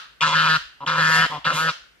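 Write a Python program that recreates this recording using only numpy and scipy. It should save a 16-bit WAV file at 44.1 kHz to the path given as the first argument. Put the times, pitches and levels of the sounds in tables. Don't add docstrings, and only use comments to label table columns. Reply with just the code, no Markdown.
import sys
import numpy as np
from scipy import signal
from scipy.fft import rfft, irfft
from scipy.io import wavfile
from scipy.ndimage import uniform_filter1d, map_coordinates

SR = 44100
rng = np.random.default_rng(int(sys.argv[2]) if len(sys.argv) > 2 else 0)


def file_out(sig):
    cols = np.atleast_2d(sig).T
    lim = np.clip(cols, -1, 1)
    pcm = np.round(lim * 32767).astype(np.int16)
    wavfile.write(sys.argv[1], SR, pcm)


N = 88200

# time in seconds, squeal and beat tone levels in dB, squeal pitch in Hz,
# its rise from 0 to 1, then overtones, hiss and windpipe in dB against the squeal.
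CALLS = [
    [(0.208, -36, -57, 1178, 0, 4.5, -9, -13), (0.226, -17.5, -34.5, 1366, 0.5, -3, -19, -29),
     (0.242, -15, -34, 1465, 0.21, -11.5, -35, -26.5), (0.29, -24, -34.5, 1110, 0.68, -1, -14.5, -13.5),
     (0.328, -23, -39, 1200, 0.68, -3.5, -25, -17), (0.352, -15.5, -32, 1490, 0.22, -9, -27, -27),
     (0.482, -17, -33, 1355, 0.3, -7.5, -30, -23), (0.497, -15.5, -31.5, 1480, 0.3, -8, -27.5, -21.5),
     (0.568, -15, -33.5, 1387, 0.17, -9, -33.5, -22.5), (0.584, -62, -43, 1290, 0, -16, -35, 8)],
    [(0.806, -40, -55, 1010, 0.56, -9.5, -50, -10.5), (0.839, -30.5, -45, 950, 0.7, -20, -48, -11.5),
     (0.853, -51, -57, 1010, 0.67, -16, -43, 13)],
    [(0.861, -44, -52, 1190, 1, -18, -14, -6), (0.877, -19, -35, 1333, 0.31, -7.5, -26.5, -20),
     (0.953, -21, -37, 1333, 0.36, -11.5, -30, -24.5), (0.995, -17, -29.5, 1485, 0.39, -10, -25.5, -17),
     (1.043, -16.5, -30.5, 1478, 0.31, -11.5, -29, -22.5),
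     (1.157, -16.5, -32.5, 1534, 0.57, -10.5, -19.5, -20.5),
     (1.191, -15, -28.5, 1580, 0.44, -9.5, -27.5, -20), (1.249, -17, -33.5, 1437, 0.34, -11, -35, -23),
     (1.268, -27, -51.5, 1450, 0.17, 2, -16.5, 0)],
    [(1.298, -44, -44, 1070, 1, 11.5, -3, -4), (1.32, -28.5, -46, 1090, 0, -14.5, -35, -9),
     (1.35, -31, -40.5, 1030, 0.73, -5, -26, -6), (1.386, -39, -40, 1120, 0, -7, -38, -5),
     (1.396, -60, -67, 1030, 0.7, -6, -18, 18)],
    [(1.442, -62, -67, 1330, 0.6, -15, -38, -3), (1.45, -28, -50, 1260, 0.38, 1, -23, -14),
     (1.472, -17, -30.5, 1485, 0.34, -12, -30.5, -19.5), (1.522, -23, -49, 1297, 0.22, -10.5, -28, -10.5),
     (1.545, -32, -29.5, 1236, 0.66, 1.5, -4.5, -11.5), (1.586, -19, -40.5, 1320, 0.23, -7, -17, -17),
     (1.662, -21, -32, 1538, 0.3, -10, -25.5, -13.5), (1.696, -16.5, -36, 1292, 0.18, -6, -40, -18),
     (1.708, -31.5, -39, 1214, 0, -1, -30, -14), (1.72, -53, -65, 1190, 1, 15, -26, 8)],
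]
# time in seconds, roughness and strong-weak alternation of beats, both 0 to 1.
RASP = [(.2, .6, 0), (.25, .45, .2), (.36, .13, .4), (.46, .2, .35), (.5, .08, 0), (.58, .12, 0),
        (.8, .15, 0), (.86, .3, 0), (.95, .55, .2), (1.0, .3, .1), (1.06, .17, .08), (1.27, .2, .05),
        (1.4, .12, 0), (1.44, .55, 0), (1.5, .45, .2), (1.55, .9, 0), (1.58, .1, 0), (1.66, .1, 0),
        (1.72, .35, .2)]
# time in seconds, beat rate in Hz.
BEAT_RATE = [(.2, 160), (.25, 157), (.5, 158.7), (.555, 158), (.584, 148), (.8, 140), (.855, 141),
             (.87, 158), (1.05, 158.2), (1.12, 159.5), (1.2, 162.7), (1.25, 162), (1.27, 156), (1.3, 154),
             (1.39, 146), (1.44, 160), (1.56, 155), (1.59, 159), (1.68, 162.5), (1.698, 161), (1.72, 151)]
# centre in Hz, width in Hz, relative level in dB.
NECK_MODES = [(978, 175, 16.5), (1329, 137, 6.5), (1736, 200, 6.5)]
THROAT_MODES = [(2065, 214, 3), (2450, 170, 5), (2827, 143, 8), (2990, 180, 2.5), (3405, 64, 8),
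                (3900, 720, 0.5), (4660, 1550, -2.5)]
WINDPIPE_MODES = [(554, 92, -4), (273, 67, -9), (663.5, 390, -10.5)]
HISS_BANDS = [(6600, 2060, -3), (9340, 1700, -16)]
SHEEN_BANDS = [(10400, 4800, 1.7), (13050, 1200, -2.2)]
# time in seconds, level in dB.
TICKS = [(0.209, -3.5), (0.2165, -27), (.221, -29), (0.865, -7), (1.262, -17.5), (1.445, -11)]
# start and length in seconds, pitch and glide in Hz, level between beats in dB.
BRIEF_TONES = [(0.355, 0.1, 3097, -13, -29.5), (0.864, 0.15, 526.4, -20, -39.5),
               (0.968, 0.056, 505, 35, -33), (1.084, 0.034, 521, -24, -35), (1.089, 0.13, 2750, -8, -31),
               (1.124, 0.037, 4440, -8, -28.5), (1.141, 0.091, 740, -11, -35),
               (1.193, 0.071, 3007, -51, -28.5), (1.306, 0.075, 766, -36, -36.5)]
# frequency in Hz, relative level in dB.
AIR_SPECTRUM = [(30, -81), (116, -9), (176, -13), (1140, -18), (1410, -11), (1920, -14.5),
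                (8690, -32), (13200, -36)]
# time in seconds, level before gusts in dB.
WIND_LEVEL = [(0.0, -73.5), (0.61, -54), (0.65, -64), (0.919, -74), (1.05, -74), (1.11, -55.5), (2.0, -72)]
# band centre in Hz, weight in dB.
ECHO_BANDS = [(750, -15), (1700, -27), (3000, -7), (7000, -2), (12000, 2)]
# band centre in Hz, seconds to fall 60 dB.
ECHO_DECAY = [(750, 0.36), (1700, 0.4), (3000, 0.49), (7000, 0.42), (12000, 0.33)]
# frequency in Hz, left minus right in dB.
PORT_BALANCE = [(110, 0.5), (200, -1.5), (700, 0.5), (1290, 1.5), (2380, 4), (4400, -7), (8120, 7),
                (15000, 1.5)]
# frequency in Hz, lead of the left port in radians.
PORT_LEAD = [(0, 0), (700, .35), (1290, .8), (1550, 1.6), (1810, .7), (2070, 4.9), (3100, 6.9), (7400, 10),
             (15000, 12)]


def undb(db):
    return 10 ** (np.asarray(db) / 20)


def unit(x):
    return x / np.sqrt(np.mean(x ** 2))


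def band(x, hz, width):
    b, a = signal.iirpeak(hz, hz / width, fs=SR)
    return signal.lfilter(b, a, signal.lfilter(b, a, x))


def cut(x, hz, kind):
    return signal.sosfilt(signal.butter(4, hz, kind, fs=SR, output="sos"), x)


def drift(rate_hz):
    span = int(SR / rate_hz)
    return unit(uniform_filter1d(uniform_filter1d(rng.standard_normal(N), span), span))


def resonate(x, modes, wander_db=2.0):
    return unit(sum(undb(db + wander_db * drift(55)) * band(x, hz, width) for hz, width, db in modes))


def colour(x, gain):
    n = x.shape[-1]
    hz = np.maximum(np.arange(n // 2 + 1) * SR / n, 1)
    return irfft(rfft(x) * gain(hz), n)


def curve(table, at):
    return np.interp(at, *np.array(table).T)


def log_curve(table, hz):
    points_hz, values = np.array(table).T
    return np.interp(np.log(hz), np.log(points_hz), values)


def distant_air(level_db=-60):
    hiss = colour(rng.standard_normal((2, N)), lambda hz: undb(log_curve(AIR_SPECTRUM, hz)))
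    return unit(hiss) * undb(level_db)


def wind(t, shared=0.45, gust_db=2.5):
    noise = rng.standard_normal((3, N))
    rumble = band(shared * noise[0] + (1 - shared) * noise[1:], hz=50, width=25)
    return unit(rumble) * undb(curve(WIND_LEVEL, t) + gust_db * drift(33))


def bank_echo(voice, earlier_s=0.57, earlier_db=-8, waver_s=0.000596, onset_s=0.0014):
    shift = int(earlier_s * SR)
    calls = np.concatenate([undb(earlier_db) * voice[:shift], voice])
    waver = waver_s * SR * np.concatenate([drift(40)[:shift], drift(40)])
    calls = map_coordinates(calls, [np.arange(len(calls)) + waver], order=3)
    age = np.arange(SR) / SR
    response = 0
    for (hz, db), (_, t60) in zip(ECHO_BANDS, ECHO_DECAY):
        scatter = band(rng.standard_normal((2, SR)), hz, hz)
        response += undb(db) * scatter * np.exp(-np.log(1000) * age / t60) / np.sqrt(t60 * hz)
    response *= np.clip(age / onset_s, 0, 1)
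    return signal.fftconvolve(calls[None], response, axes=1)[:, shift:shift + N]


def goose(t, neck_db=-4.5, rumble_db=-15.5, puff_depth=0.7):
    times, *columns = np.array(sorted(row for call in CALLS for row in call)).T
    db, tone_db, squeal_hz, rise, over_db, hiss_db, pipe_db = (np.interp(t, times, c) for c in columns)
    calling = sum((t > call[0][0]) & (t < call[-1][0]) for call in CALLS) > 0
    calling = uniform_filter1d(calling.astype(float), size=60)
    rasp_times, *rasp = np.array(RASP).T
    rough, alternation = (np.interp(t, rasp_times, c) for c in rasp)

    beat_hz = curve(BEAT_RATE, t)
    cycles = np.cumsum(beat_hz) / SR
    beat, within = cycles.astype(int), cycles % 1
    seesaw = alternation * (-1) ** beat
    time_jitter, size_jitter, pitch_jitter, phase_jitter = rough * rng.standard_normal((N // 100, 4))[beat].T
    from_peak = within - 0.45 - 0.061 * time_jitter
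    width = 0.19 * (1.6 - rise + 0.5 * rough)
    pulse = np.exp(-0.5 * (from_peak / width) ** 2) * np.sin(np.pi * within) ** 0.5
    strength = undb(4 * size_jitter)
    beat_start = np.searchsorted(cycles, beat)
    turns_per_beat = (squeal_hz / beat_hz)[beat_start] * (1 + 0.08 * pitch_jitter)
    turns = turns_per_beat * (from_peak + rise * from_peak ** 2)
    phase = 2 * np.pi * turns + 1.6 * phase_jitter + np.pi / 2 * seesaw

    bare = unit(cut(pulse * strength * np.cos(phase), 870, "high"))
    squeal = unit(bare + undb(neck_db) * resonate(bare, NECK_MODES))
    puff = 1 - puff_depth + puff_depth * pulse * strength
    buzz = pulse ** 2 * strength * (np.cos(2 * phase) + 1.2 * np.cos(3 * phase))
    overtones = undb(over_db) * throat(squeal, buzz, np.sqrt(rough) * puff)
    knocks = undb(pipe_db) * windpipe(beat, strength * (1 + 2 * seesaw), rough)
    hiss = undb(hiss_db) * breath(puff, calling)
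    rumble = unit(band(rng.standard_normal(N), hz=160, width=130))
    beat_tone = np.sqrt(2) * np.sin(2 * np.pi * cycles) + undb(rumble_db) * rumble
    honks = undb(db) * (squeal + overtones + knocks + hiss) + undb(tone_db) * beat_tone
    return calling * (honks + ticks(t) + brief_tones(t, pulse))


def throat(squeal, buzz, rough_puff, noise_db=2, buzz_db=-7):
    clipped = np.tanh(3 * squeal)
    noise = undb(noise_db) * rough_puff * rng.standard_normal(N)
    ringing = resonate(unit(clipped + clipped ** 2) + noise, THROAT_MODES)
    crisp = unit(band(buzz, hz=3800, width=3800))
    return cut(unit(ringing + undb(buzz_db) * crisp), 9000, "low")


def windpipe(beat, strength, rough):
    knocks = np.diff(beat, prepend=0) * strength
    return resonate(unit(knocks) + (0.2 + 2 * rough) * rng.standard_normal(N), WINDPIPE_MODES)


def breath(puff, calling, scatter_db=-2, sheen_db=-4.5, sheen_rise_s=0.18):
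    noise = rng.standard_normal((3, N))
    air = puff * (noise[0] + undb(scatter_db) * noise[1:])
    step = 1 / (sheen_rise_s * SR)
    swell = signal.lfilter([step], [1, step - 1], calling)
    hiss = cut(resonate(air, HISS_BANDS), 9000, "low")
    return hiss + undb(sheen_db) * swell ** 2 * resonate(air, SHEEN_BANDS)


def ticks(t, hz=3140, decay_s=0.00072):
    out = 0
    for start, db in TICKS:
        age = t - start
        envelope = np.clip(age / decay_s, 0, 1) * np.exp(-np.abs(age) / decay_s)
        out += undb(db) * envelope * np.sin(2 * np.pi * hz * age)
    return out


def brief_tones(t, pulse, wobble=0.00797):
    out = 0
    for start, length, hz, glide, db in BRIEF_TONES:
        progress = np.clip((t - start) / length, 0, 1)
        pitch = hz + glide * progress + wobble * hz * drift(133)
        out += undb(db) * np.sin(np.pi * progress) * np.sin(2 * np.pi * np.cumsum(pitch) / SR)
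    return out * (1 + pulse)


def microphone_ports(voice):
    def tilt(hz):
        return undb(log_curve(PORT_BALANCE, hz) / 2)
    left = colour(voice[0], lambda hz: tilt(hz) * np.exp(1j * curve(PORT_LEAD, hz)))
    right = colour(voice[1], lambda hz: 1 / tilt(hz))
    return np.array([left, right])


def scene():
    t = np.arange(N) / SR
    voice = goose(t)
    return microphone_ports(voice) + bank_echo(voice[0]) + distant_air() + wind(t)


def record(dry, top_hz=15450):
    return signal.sosfilt(signal.ellip(10, 0.2, 80, top_hz, fs=SR, output="sos"), dry)


dry = scene()
out = record(dry)
file_out(out)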